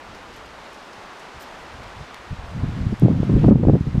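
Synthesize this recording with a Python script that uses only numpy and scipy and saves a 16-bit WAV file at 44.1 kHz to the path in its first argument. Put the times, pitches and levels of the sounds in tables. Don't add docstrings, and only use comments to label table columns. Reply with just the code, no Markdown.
import sys
import numpy as np
from scipy import signal
from scipy.fft import rfft, irfft
from scipy.io import wavfile
from scipy.ndimage import uniform_filter1d, minimum_filter1d, map_coordinates

SR = 44100
rng = np.random.default_rng(int(sys.argv[2]) if len(sys.argv) > 2 else 0)


def bounce(signal):
    frames = np.transpose(np.atleast_2d(signal))
    limited = np.clip(frames, -1, 1)
    pcm = np.round(limited * 32767).astype(np.int16)
    wavfile.write(sys.argv[1], SR, pcm)


N = 176400
TIME_S = np.arange(N) / SR
BIN_HZ = np.maximum(np.fft.rfftfreq(N, 1 / SR), 1)
REFERENCE_WIND_DB = -22


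def from_db(db):
    return 10 ** (np.asarray(db) / 20)


def unit_rms(x):
    return x / np.sqrt(np.mean(x ** 2) + 1e-20)


def curve(rows):
    return np.interp(TIME_S, *np.transpose(rows))


def bump(centre_s, sigma_s):
    return np.exp(-.5 * ((TIME_S - centre_s) / sigma_s) ** 2)


def decay(start_s, decay_s):
    return (TIME_S >= start_s) * np.exp(-np.abs(TIME_S - start_s) / decay_s)


def noise_spectrum(rows):
    freq_hz, density_db = np.transpose(rows)
    return rfft(rng.standard_normal(N)) * from_db(np.interp(np.log(BIN_HZ), np.log(freq_hz), density_db))


def butter(x, hz, kind, order=2):
    return signal.sosfilt(signal.butter(order, hz, kind, fs=SR, output="sos"), x + 1e-18)


def resonate(x, hz, q):
    return signal.lfilter(*signal.iirpeak(hz, q, fs=SR), x + 1e-18)


def running_rms(x, window_s):
    size = int(window_s * SR / 2) + 1
    return np.sqrt(np.abs(uniform_filter1d(uniform_filter1d(x ** 2, 2 * size), size)) + 1e-14)


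def drift(rate_hz):
    hop, settle = 40, 2000
    pole = np.exp(-2 * np.pi * hop * rate_hz / SR)
    noise = rng.standard_normal(N // hop + settle + 2)
    slow = signal.lfilter([1], [1, -2 * pole, pole * pole], noise)[settle:]
    return np.interp(np.arange(N) / hop, np.arange(len(slow)), unit_rms(slow))


def drips():
    # start_s, level_db, centre_hz
    drops = [(.148, -39, 5200), (0.338, -40, 4800), (.457, -37.5, 4200), (.743, -42, 5510),
             (.931, -39.5, 5220), (1.195, -41, 6450), (1.833, -37.5, 4500)]
    splash = rng.standard_normal(N)
    return sum(from_db(level_db) * resonate(splash * decay(start_s, decay_s=0.0091), centre_hz, q=3.8)
               for start_s, level_db, centre_hz in drops)


def needles():
    # start_s, level_db, centre_hz
    rustles = [(.361, -47, 11500), (.73, -52, 9060), (1.4, -45.5, 12900), (1.409, -49, 12900),
               (1.42, -47, 13100), (1.428, -47, 12900), (3.239, -49, 9860)]
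    grains_per_s, ring_q, hiss_db = 4300, 8.5, 0.5
    grains = unit_rms(rng.standard_normal(N) * (rng.random(N) < grains_per_s / SR))
    out = np.zeros(N)
    for start_s, level_db, centre_hz in rustles:
        rub = grains * decay(start_s, decay_s=0.0093)
        ring = resonate(resonate(rub, centre_hz, ring_q), centre_hz, ring_q)
        hiss = butter(rub, hz=[3000, 9000], kind="band", order=1)
        out += from_db(level_db) * (ring + from_db(hiss_db) * hiss)
    return out


def twigs():
    # start_s, impulse_db, low_hz, high_hz
    snaps = [(2.1449, -7, 1300, 2900), (2.998, -20.5, 3995, 14900)]
    ticks_per_s, tick_db, spread_db = 18, -51, 2.5
    sizes = from_db(tick_db + spread_db * np.minimum(rng.exponential(1, N), 4))
    ticks = sizes * rng.choice([-1, 1], N) * (rng.random(N) < ticks_per_s / SR)
    out = butter(ticks, hz=2500, kind="high")
    for start_s, impulse_db, low_hz, high_hz in snaps:
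        impulse = signal.unit_impulse(N, int(start_s * SR))
        out += from_db(impulse_db) * butter(impulse, [low_hz, high_hz], "band", order=1)
    return out


def pines():
    # freq_hz, relative_density_db
    crowns = [(25, -12.5), (100, -15.5), (200, -2.5), (350, -2.5), (550, -1), (900, .5), (1300, -2),
              (2000, -6.5), (3500, -12.5), (5000, -17.5), (7000, -23.5), (10000, -32), (15000, -43)]
    # time_s, level_db
    swell = [(0, -41), (.8, -41), (1.6, -40), (2.4, -41), (3.1, -41.5), (4, -43)]
    # time_s, gain_db
    treble = [(0, -1), (1.1, -.5), (2.5, -0.5), (3.15, 0), (3.4, 1), (4, -0.5)]
    flicker_hz, octave_flicker_db, shared_flicker_db, treble_from_hz = 9.1, 0.7, 0.13, 2000
    spectrum = noise_spectrum(crowns)
    rush = np.zeros(N)
    for centre_hz in 20 * 2 ** np.arange(11):
        band = np.maximum(1 - np.abs(np.log2(BIN_HZ / centre_hz)), 0)
        gain_db = octave_flicker_db * drift(flicker_hz) + curve(treble) * (centre_hz > treble_from_hz)
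        rush += from_db(gain_db) * irfft(spectrum * band, N)
    return from_db(curve(swell) + shared_flicker_db * drift(flicker_hz)) * unit_rms(rush)


def rumble(wind_db):
    base_db, follow_ratio, wind_cap_db, sway_db = -34, 0.75, -20, 4.5
    follow_db = follow_ratio * (np.minimum(wind_db, wind_cap_db) - REFERENCE_WIND_DB)
    level_db = base_db + follow_db + sway_db * drift(rate_hz=18)
    return from_db(level_db) * unit_rms(butter(rng.standard_normal(N), hz=[25.1, 66], kind="band"))


def port(pressure):
    pressure = butter(pressure, hz=114, kind="high", order=1)
    return pressure + from_db(-0.5) * resonate(pressure, hz=122, q=1)


def slaps():
    # centre_s, peak_db, sigma_s
    pushes = [(2.393, -18.5, 0.003), (2.443, -18.5, 0.0029), (2.636, -10, 0.0015), (2.869, -9, 0.0014),
              (3.084, -1, 0.00038), (3.203, -3.5, 0.001), (3.232, -7, 0.00043), (3.558, -6, 0.00035),
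              (3.633, -5, 0.00034), (3.652, -4, 0.00033), (3.698, -1.5, 0.00029), (3.81, -5, 0.00092),
              (3.981, -3, 0.0012)]
    return port(sum(from_db(peak_db) * bump(centre_s, sigma_s) for centre_s, peak_db, sigma_s in pushes))


def buffeting():
    # time_s, level_db
    wind = [(0, -57.5), (.45, -52), (.7, -61.5), (1.25, -64.5), (1.68, -54), (1.8, -49), (1.92, -51),
            (1.98, -40.5), (2.08, -58.5), (2.22, -56), (2.4, -43), (2.49, -39), (2.58, -28), (2.73, -29),
            (2.81, -25), (2.92, -26), (2.975, -46), (3.03, -18), (3.11, -16), (3.16, -18), (3.26, -25),
            (3.33, -13), (3.41, -17), (3.46, -11), (3.51, -10.5), (3.59, -15), (3.66, -16), (3.76, -13),
            (3.795, -28.5), (3.92, -29), (4, -24)]
    # centre_s, level_db, sigma_s, rise_octaves
    flurries = [(.11, -44.5, 0.017, -0.018), (.99, -49.5, 0.013, -0.17), (1.366, -44.5, .017, -0.33),
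                (1.745, -40.5, .012, -0.54), (1.8, -40, 0.01, -0.42), (1.865, -43.5, 0.009, -0.15),
                (2.015, -33.5, 0.012, -0.35), (2.325, -27, .011, 0.11), (2.563, -23.5, 0.0079, -0.2),
                (2.637, -20.5, .009, -0.028), (2.691, -22.5, 0.0084, -0.096), (2.93, -19, .0086, .15),
                (3.031, -6, 0.0063, -0.41), (3.053, -4.5, .01, -0.13), (3.108, -14, .016, .3),
                (3.3, -16, 0.0069, 0.29), (3.365, -12, 0.0085, -0.19), (3.445, -9.5, 0.0029, 0.85),
                (3.463, -9.5, .008, 0), (3.485, -6, 0.00504, .65), (3.511, -1.5, 0.0039, 0.26),
                (3.523, 0.5, 0.00588, .55), (3.559, -5.5, .005, 0.096), (3.635, -7.5, 0.00388, .5),
                (3.673, -3, .003, 0.553), (3.685, -4.5, 0.0031, .7), (3.698, -1, .0045, .35),
                (3.74, -5, .007, .1), (3.756, -11, .004, 0.21), (3.88, -16.5, 0.0093, -0.31),
                (3.953, -16, 0.0074, -0.17)]
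    # freq_hz, relative_density_db
    eddy_spectrum = [(15, -13), (50, -2), (110, 1), (170, -4), (250, -9.5), (350, -19), (500, -28.5),
                     (800, -39), (2000, -84.5)]
    lump_depth_db, db_per_octave, top_speed_db = 2.5, 28, -11.5
    power, flurry_octaves = from_db(curve(wind)) ** 2, 0
    for centre_s, level_db, sigma_s, rise_octaves in flurries:
        flurry = bump(centre_s, sigma_s)
        power += (from_db(level_db) * flurry) ** 2
        flurry_octaves += rise_octaves * flurry
    wind_db = 10 * np.log10(power)
    lumps_db = lump_depth_db * drift(rate_hz=66)
    wind_octaves = (np.minimum(wind_db, top_speed_db) + lumps_db - REFERENCE_WIND_DB) / db_per_octave
    speed = 2 ** (flurry_octaves + wind_octaves)
    eddies = irfft(noise_spectrum(eddy_spectrum), N)
    swept = map_coordinates(eddies, [np.cumsum(speed) % (N - 1)], order=3, mode="wrap")
    pressure = port(from_db(lumps_db) * swept)
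    levelled = pressure / running_rms(pressure, window_s=0.015)
    return from_db(wind_db) * levelled + rumble(wind_db)


def scene():
    return (pines() + twigs() + needles() + drips() + buffeting() + slaps())[None]


def limiter(x, ceiling, window_s):
    size = int(window_s * SR / 2)
    gain = minimum_filter1d(ceiling / np.maximum(np.abs(x), ceiling), 2 * size + 1)
    return x * uniform_filter1d(uniform_filter1d(gain, size), size)


def record(dry):
    threshold_db, release_db_per_s, saturation_level, cutoff_hz = -7, 13, 2.3, 15500
    over_db = np.maximum(20 * np.log10(running_rms(dry[0], window_s=0.015)) - threshold_db, 0)
    release_db = release_db_per_s * TIME_S
    duck_db = np.maximum.accumulate(over_db + release_db) - release_db
    rounded = saturation_level * np.tanh(dry * from_db(-duck_db) / saturation_level)
    limited = limiter(rounded, ceiling=.97, window_s=.008)
    return signal.sosfilt(signal.ellip(12, .1, 80, cutoff_hz, fs=SR, output="sos"), limited)


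dry = scene()
out = record(dry)
bounce(out)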